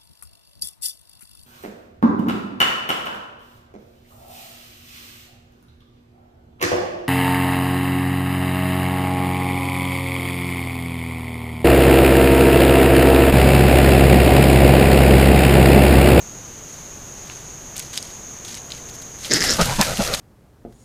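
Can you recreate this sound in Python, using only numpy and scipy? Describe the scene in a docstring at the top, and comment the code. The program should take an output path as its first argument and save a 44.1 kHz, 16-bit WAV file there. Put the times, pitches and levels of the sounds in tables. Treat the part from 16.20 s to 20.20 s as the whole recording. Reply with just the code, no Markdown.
"""Vulture taking off from a wooded slope

Over still air and a steady insect chorus, a vulture shuffles its wings and steps on dry litter.
Then it takes off: leaves stir, stiff feathers rattle as they scrape past, and three heavy wingbeats
pass close overhead, each a thump of air, a whoosh, a feather hiss and a softer upstroke.
The ground and the trunks add faint echoes. The sound is mono, alike on both channels."""
import sys
import numpy as np
from scipy import signal
from scipy.fft import rfft, irfft
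from scipy.io import wavfile

SR = 44100
rng = np.random.default_rng(int(sys.argv[2]) if len(sys.argv) > 2 else 0)


def file_out(sig):
    """Save sig as 16-bit WAV at sys.argv[1]."""
    # one column per channel
    cols = np.atleast_2d(sig).T
    # limit, then scale
    lim = np.clip(cols, -1, 1)
    pcm = np.round(lim * 32767).astype(np.int16)
    wavfile.write(sys.argv[1], SR, pcm)


N = 176400
TIME = np.arange(N) / SR


def amp(db):
    """Decibels to gain."""
    return 10 ** (np.asarray(db) / 20)


def unit_rms(x):
    """Scales to an rms of one."""
    return x / np.sqrt(np.mean(x ** 2) + 1e-20)


def add(mix, start_s, sound):
    """Drops a sound into the mix."""
    part = mix[round(start_s * SR):][:len(sound)]
    part += sound[:len(part)]


def octaves(size):
    """The bins of a spectrum, in octaves."""
    return np.log2(np.fft.rfftfreq(size, 1 / SR) + 1)


def colour(x, eq, tilt_db=0):
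    """Applies an EQ curve and a tilt per octave, at rms one."""
    hz, db = np.transpose(eq)
    bins = octaves(len(x))
    curve_db = np.interp(bins, np.log2(hz), db) + tilt_db * np.clip(bins - np.log2(hz[0]), 0, None)
    return unit_rms(irfft(rfft(x) * amp(curve_db), len(x)))


def wander(size, hz):
    """A random drift at about the given rate."""
    return np.interp(np.arange(size) * hz / SR, np.arange(size), rng.standard_normal(size))


def crackle(size, grain_db, clump_hz):
    """Noise that comes in tiny uneven clumps."""
    return rng.standard_normal(size) * amp(grain_db * np.clip(wander(size, clump_hz), -2, 2))


def swell(length_s, peak):
    """A smooth arch; peak is the share of its length at which it tops."""
    progress = np.arange(0, length_s, 1 / SR) / length_s
    return np.sin(np.pi * np.interp(progress, [0, peak, 1], [0, .5, 1])) ** 2


def resonate(x, hz, width_hz):
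    """A steep resonance that follows a pitch curve, at rms one."""
    carrier = np.exp(2j * np.pi * np.cumsum(hz * np.ones(len(x))) / SR)
    pole = np.exp(-np.pi * width_hz / SR)
    return unit_rms((carrier * signal.lfilter([1], [1, -2 * pole, pole * pole], x / carrier)).real)


def forest_air():
    """Still air under the trees: a soft, dark bed of noise."""
    # air spectrum: f/Hz, level/dB
    air_eq = [(20, -5), (38, 0.5), (65, -0.5), (95, -3), (128, 2), (180, -3), (400, -6.5), (1000, -11.5),
              (2200, -16.5), (5000, -20.5), (9000, -24), (15500, -28)]
    return amp(-41) * colour(rng.standard_normal(N), air_eq)


def insects():
    """A chorus of insects merges into one high, finely pulsing band."""
    # chorus spectrum: f/Hz, level/dB
    chorus_eq = [(4000, -73), (5400, -22), (5850, -14), (6200, -6.5), (6550, -1.5), (6850, -7.5),
                 (7200, -16), (7800, -28.5), (10000, -61)]
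    chorus = colour(crackle(N, grain_db=1, clump_hz=89.2), chorus_eq)
    return amp(-39.5 + .5 * wander(N, hz=7.56)) * chorus


def rustles(attack_s=0.005):
    """Feathers brush over each other and the litter in sprays of small grains that die away."""
    # brushes: t/s, length/s, level/dB, tilt/(dB per octave), fade-out/share of length
    brushes = [(0.482, 0.19, -51, 1, 0.49), (0.97, 0.42, -49, -2.5, 0.53), (1.102, 0.028, -45, -5, 0.68),
               (1.554, 0.056, -35, -1, 0.21), (1.601, 0.15, -43.5, 0, 0.72),
               (1.728, 0.068, -33.5, -1.5, 0.22), (1.795, 0.25, -44, 0, 0.78),
               (2.246, 0.047, -39, -1.5, .6), (2.277, 0.14, -38, -1.5, .4), (2.498, 0.14, -42.5, -3, 0.6),
               (2.686, 0.018, -37, 0, 0.55), (2.737, 0.034, -42, 3, 0.61), (2.815, .02, -42, 2, .3),
               (2.983, 0.066, -41.5, 1, .2), (3.029, 0.075, -34.5, -1, 0.55)]
    # brushing spectrum: f/Hz, level/dB
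    brush_eq = [(300, -47), (1100, -12), (1900, -5), (3100, -1.5), (6000, 1), (8500, -3.5), (12000, -9.5),
                (15500, -22)]
    out = np.zeros(N)
    for start, length, db, tilt_db, fade in brushes:
        t = np.arange(0, length, 1 / SR)
        envelope = np.minimum(t / attack_s, 1) * np.minimum((1 - t / length) / fade, 1)
        clumps = unit_rms(amp(3 * wander(len(t), hz=123)))
        grains = colour(crackle(len(t), grain_db=4, clump_hz=1191), brush_eq, tilt_db)
        add(out, start, amp(db) * envelope * clumps * grains)
    return out


def snaps(attack_s=0.00026, tip_octaves=0.12, size=2048):
    """Twigs and quills snap: short dry cracks, each centred on one pitch."""
    # cracks: t/s, level/dB, f/Hz, decay/s, roll-off either side of f/(dB per octave)
    cracks = [(1.0988, -27, 2500, 0.0011, 16), (1.566, -28, 9500, .002, 12),
              (1.580, -22.5, 6860, 0.0012, 12), (1.5946, -19.5, 7300, 0.0012, 10),
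              (1.7758, -11.5, 4400, 0.00065, 11.5), (1.779, -26.5, 4660, 0.0053, 30),
              (1.827, -22, 6350, 0.00078, 16), (2.2495, -29, 4400, 0.00061, 12),
              (2.3437, -28.5, 4200, 0.0017, 10), (2.351, -27.5, 6000, 0.0018, 21),
              (2.504, -33, 3200, 0.0019, 14), (2.5195, -23, 3780, 0.002, 20),
              (3.047, -28.5, 3200, 0.006, 17), (3.111, -14, 5100, 0.00097, 30),
              (3.136, -6, 7200, 0.0014, 71), (3.2064, -14, 5200, .0007, 32),
              (3.2194, -20, 1880, 0.0038, 92), (3.3081, -9, 5900, 0.00046, 38),
              (3.3372, -13.5, 5713, .0008, 38), (3.412, -18.5, 5320, 0.009, 19),
              (3.456, -25, 4000, .007, 4), (3.612, -9.5, 5340, 0.0034, 13), (3.631, -24, 5500, .003, 3),
              (3.772, -23.5, 4100, 0.0038, 7), (3.821, -23, 4800, .003, 15), (3.875, -21, 5000, 0.003, 14),
              (3.9379, -15.5, 4520, 0.0028, 25)]
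    t, out = np.arange(size) / SR, np.zeros(N)
    for start, db, hz, decay, slope_db in cracks:
        spectrum = amp(-slope_db * np.hypot(octaves(size) - np.log2(hz), tip_octaves))
        burst = irfft(spectrum * np.exp(2j * np.pi * rng.random(len(spectrum))))
        envelope = np.minimum(t / attack_s, 1) * np.exp(-t / decay)
        add(out, start, amp(db) * unit_rms(burst * envelope) * np.sqrt(decay * SR / size))
    return out


def wake():
    """Stirred leaves and feathers fizz while the bird's draught buffets the microphone."""
    # fader moves: t/s, leaves level/dB, draught level/dB
    faders = [(3.05, -36, -68), (3.1, -39.5, -58), (3.14, -23.5, -53), (3.2, -32, -52), (3.24, -20.5, -49),
              (3.29, -27.5, -34), (3.362, -25.5, -34), (3.38, -30.5, -43), (3.429, -25, -25),
              (3.5, -27, -48), (3.545, -27, -29), (3.58, -31, -33), (3.645, -24, -38), (3.7, -30, -40),
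              (3.79, -30.5, -39), (3.845, -25, -34), (3.91, -35, -38), (3.948, -22.5, -38),
              (3.965, -35.5, -51), (4, -30.5, -39)]
    # leaf spectrum: f/Hz, level/dB
    leaves_eq = [(150, 2.5), (600, -0.5), (1000, -1), (2500, 0.5), (5000, 1), (7500, -1.5), (10000, -5),
                 (13000, -9.5), (15500, -21)]
    # draught spectrum: f/Hz, level/dB
    draught_eq = [(15, -6), (28, -4), (45, -1), (90, -11), (140, -11), (400, -39), (2000, -70)]
    times, leaves_db, draught_db = np.transpose(faders)
    leaves = colour(crackle(N, grain_db=2.5, clump_hz=600.3), leaves_eq)
    draught = colour(rng.standard_normal(N), draught_eq)
    return (amp(np.interp(TIME, times, leaves_db, left=-120)) * leaves
            + amp(np.interp(TIME, times, draught_db, left=-120)) * draught)


def feather_scrape(max_slips=220, spread_db=4.5, detune=0.045, ring_size=768):
    """Stiff feathers catch and slip; each slip rings the quills, whose pitches shift as the wing bends."""
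    # fader moves of three resonance groups: t/s, treble level/dB, bass level/dB, middle level/dB
    faders = [(3.09, -42, -40, -53), (3.117, -16, -23, -23), (3.14, -17, -24.5, -30),
              (3.168, -19, -28.5, -25), (3.186, -27.5, -35, -34), (3.213, -19, -28.5, -25.5),
              (3.224, -19, -40, -25), (3.232, -24.5, -38, -33), (3.28, -23.5, -34.5, -29),
              (3.306, -15, -28, -28.5), (3.352, -31, -44, -46), (3.36, -31, -40, -37)]
    # stick-slip: t/s, rate/Hz, jitter/share of period, pitch ratios for treble, bass and middle
    slips = [(3.089, 378, 0.28, 0.85, 0.82, 1.15), (3.116, 365.8, .28, 0.97, 1.11, 1.06),
             (3.142, 354.5, 0.31, 0.98, 0.78, 0.86), (3.165, 347.8, 0.31, 1, 1, 1.03),
             (3.201, 177.5, .15, 0.99, 0.9, 1), (3.226, 224.7, .2, 0.993, 1.04, 1.01),
             (3.245, 501, .5, 1.03, 1.13, 1.01), (3.28, 269.2, 0.038, 0.97, 1.26, 0.96),
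             (3.31, 270, .04, 1.09, 1.22, 0.9), (3.358, 320, 0.045, 0.97, 0.96, 0.81)]
    # quill modes: f/Hz, level/dB, decay/s, group (0 treble, 1 bass, 2 middle)
    modes = [(5170, 5, 0.001, 0), (5340, 10, 0.00024, 0), (3890, -4.5, 0.00082, 0), (6670, -1, 0.00065, 0),
             (416, 3, 0.0021, 1), (220, -2.5, 0.0035, 1), (1845, 0, 0.00098, 2)]
    # band-pass of each group: gain/dB, low edge/Hz, high edge/Hz
    groups = [(-1.5, 2400, 7900), (2.5, 90, 630), (1, 1070, 2740)]
    times, *levels = np.transpose(faders)
    slip_times, rate, jitter, *bends = np.transpose(slips)
    now, end = times[0], times[-1]
    t, stems = np.arange(ring_size) / SR, np.zeros((len(groups), N))
    for late, force, *offsets in rng.standard_normal((max_slips, 2 + len(modes))):
        period = 1 / np.interp(now, slip_times, rate)
        strength = np.sqrt(period) * amp(spread_db * np.tanh(force))
        for (hz, db, decay, group), offset, phase in zip(modes, offsets, rng.random(len(modes))):
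            pitch = hz * np.interp(now, slip_times, bends[round(group)]) * (1 + detune * offset)
            envelope = (t / decay) ** .35 * np.exp(-t / decay)
            ring = envelope * np.sin(2 * np.pi * (pitch * t + phase))
            if now < end:
                add(stems[round(group)], now, strength * amp(db) * ring)
        now += period * np.exp(late * np.interp(now, slip_times, jitter))
    active, out = (TIME > times[0]) & (TIME < end), np.zeros(N)
    for stem, level, (gain_db, *edges) in zip(stems, levels, groups):
        rattle = signal.sosfilt(signal.butter(4, edges, "bandpass", fs=SR, output="sos"), stem)
        out += amp(np.interp(TIME, times, level) + gain_db) * rattle / rattle[active].std()
    return out


def thump(db, hz, length_s, sag=0.194, roughness=0.53):
    """The loaded wing flutters for a few low cycles, sagging in pitch."""
    arch = swell(length_s, peak=0.39) ** 0.61
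    size = len(arch)
    pitch = hz * (1 + sag * np.linspace(.5, -.5, size) + 0.098 * wander(size, hz=202))
    flutter = unit_rms(np.sin(2 * np.pi * np.cumsum(pitch) / SR))
    rumble = resonate(rng.standard_normal(size), hz, width_hz=170)
    return amp(db) * arch * unit_rms(flutter + roughness * rumble)


def whoosh(db, low_hz, high_hz, high_db, rise_octaves, flutter_hz):
    """Air tears off the fluttering wing edge in two hollow bands that rise through the downstroke."""
    # spectrum of rushing air: f/Hz, level/dB
    rush_eq = [(40, -25), (200, 4.5), (370, -8), (520, -10), (900, -1), (1100, -6.5), (1350, -3.5),
               (1900, -12.5), (4000, -11), (15000, -45)]
    arch = swell(length_s=0.055, peak=0.39) ** 0.45
    size = len(arch)
    glide = 2 ** (rise_octaves * np.linspace(-.5, .5, size))
    low, high, air = rng.standard_normal((size, 3)).T
    low_band = amp(-1) * resonate(low, low_hz * glide, width_hz=354)
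    high_band = amp(high_db) * resonate(high, high_hz * glide, width_hz=354)
    flutter = 1 + 0.34 * np.cos(2 * np.pi * flutter_hz * TIME[:size])
    rush = amp(-2.5) * colour(air * flutter, rush_eq)
    return amp(db) * arch * (low_band + high_band + rush)


def feather_hiss(db):
    """The flight feathers slide over each other at the bottom of the stroke."""
    # spectrum of sliding feathers: f/Hz, level/dB
    hiss_eq = [(300, -8), (1500, 1), (2600, 1), (5200, -12), (8000, -10), (12000, -15), (15500, -26)]
    arch = swell(length_s=0.078, peak=0.49) ** 2
    return amp(db) * arch * colour(crackle(len(arch), grain_db=4.5, clump_hz=890), hiss_eq)


def upstroke(db, hz, puff_db):
    """A softer, hollow rush and a low puff as the wing lifts again."""
    # spectrum of air over the lifting wing: f/Hz, level/dB
    lift_eq = [(100, -5), (340, -8), (520, 5.5), (800, -7), (1050, -7), (1350, 1.5), (1900, -7),
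               (4000, -16), (15000, -32)]
    arch = swell(length_s=0.0895, peak=0.78) ** 0.16
    edge, air, push = rng.standard_normal((len(arch), 3)).T
    rush = amp(-2.5) * resonate(edge, hz, width_hz=420) + colour(air, lift_eq)
    puff = resonate(push, hz=145, width_hz=90)
    return arch * (amp(db) * rush + amp(puff_db) * puff)


def wingbeats(lift_delay_s=0.072):
    """Three heavy beats: thump, whoosh and hiss layered on the way down, then the upstroke."""
    # beats: t/s; thump level/dB, f/Hz, length/s; whoosh level/dB, low f/Hz, high f/Hz,
    # high band gain/dB, rise/octaves; hiss level/dB; upstroke level/dB, f/Hz, puff level/dB
    beats = [(3.381, -18, 180, 0.06, -20, 490, 1240, -2, 0.22, -21, -29, 900, -27),
             (3.582, -16.5, 198, 0.039, -22, 613, 1010, -0.5, 0.65, -21.5, -30, 556, -30),
             (3.784, -19, 200, 0.041, -24.5, 480, 720, -3, 0.46, -34.5, -30, 490, -40.5)]
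    out = np.zeros(N)
    for start, thump_db, flutter_hz, thump_s, *whoosh_settings, hiss_db, up_db, up_hz, puff_db in beats:
        add(out, start, thump(thump_db, flutter_hz, thump_s))
        add(out, start, whoosh(*whoosh_settings, flutter_hz))
        add(out, start, feather_hiss(hiss_db))
        add(out, start + lift_delay_s, upstroke(up_db, up_hz, puff_db))
    return out


def ground_bounce(x, cutoff_hz=2200):
    """Soft ground returns a dull copy; its shifting lag hollows out the direct sound."""
    # delay of the bounce: t/s, lag/ms
    lags = [(3.4, 1.44), (3.6, 1.13), (3.72, 1.45), (3.9, 1.56)]
    times, lag_ms = np.transpose(lags)
    dull = irfft(rfft(x) / (1 + (np.fft.rfftfreq(N, 1 / SR) / cutoff_hz) ** 4), N)
    return np.interp(TIME - np.interp(TIME, times, lag_ms) / 1000, TIME, dull)


def forest_echoes(x, t60_s=0.17, echoes_per_s=2500, predelay_s=.003):
    """The ground and the trunks scatter a short tail of echoes."""
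    t = np.arange(SR // 2) / SR
    taps = rng.standard_normal(len(t)) * (rng.random(len(t)) < echoes_per_s / SR)
    taps *= (t > predelay_s) * amp(-60 * t / t60_s)
    return signal.fftconvolve(x, taps / np.linalg.norm(taps))[:N]


def scene():
    """The bird and its echoes over the forest bed."""
    bed = forest_air() + insects()
    foley = rustles() + snaps() + feather_scrape()
    flight = wake() + wingbeats()
    bird = foley + flight + amp(-9) * ground_bounce(flight)
    return np.tile(bed + bird + amp(-15.5) * forest_echoes(bird), (2, 1))


def record(dry, ceiling=.88, cutoff_hz=15500):
    """The loudest peaks clip, then a steep low-pass trims the top."""
    lowpass = signal.firwin(511, cutoff_hz, window=("kaiser", 9), fs=SR)
    return signal.oaconvolve(np.clip(dry, -ceiling, ceiling), lowpass[None], "same")


dry = scene()
out = record(dry)
file_out(out)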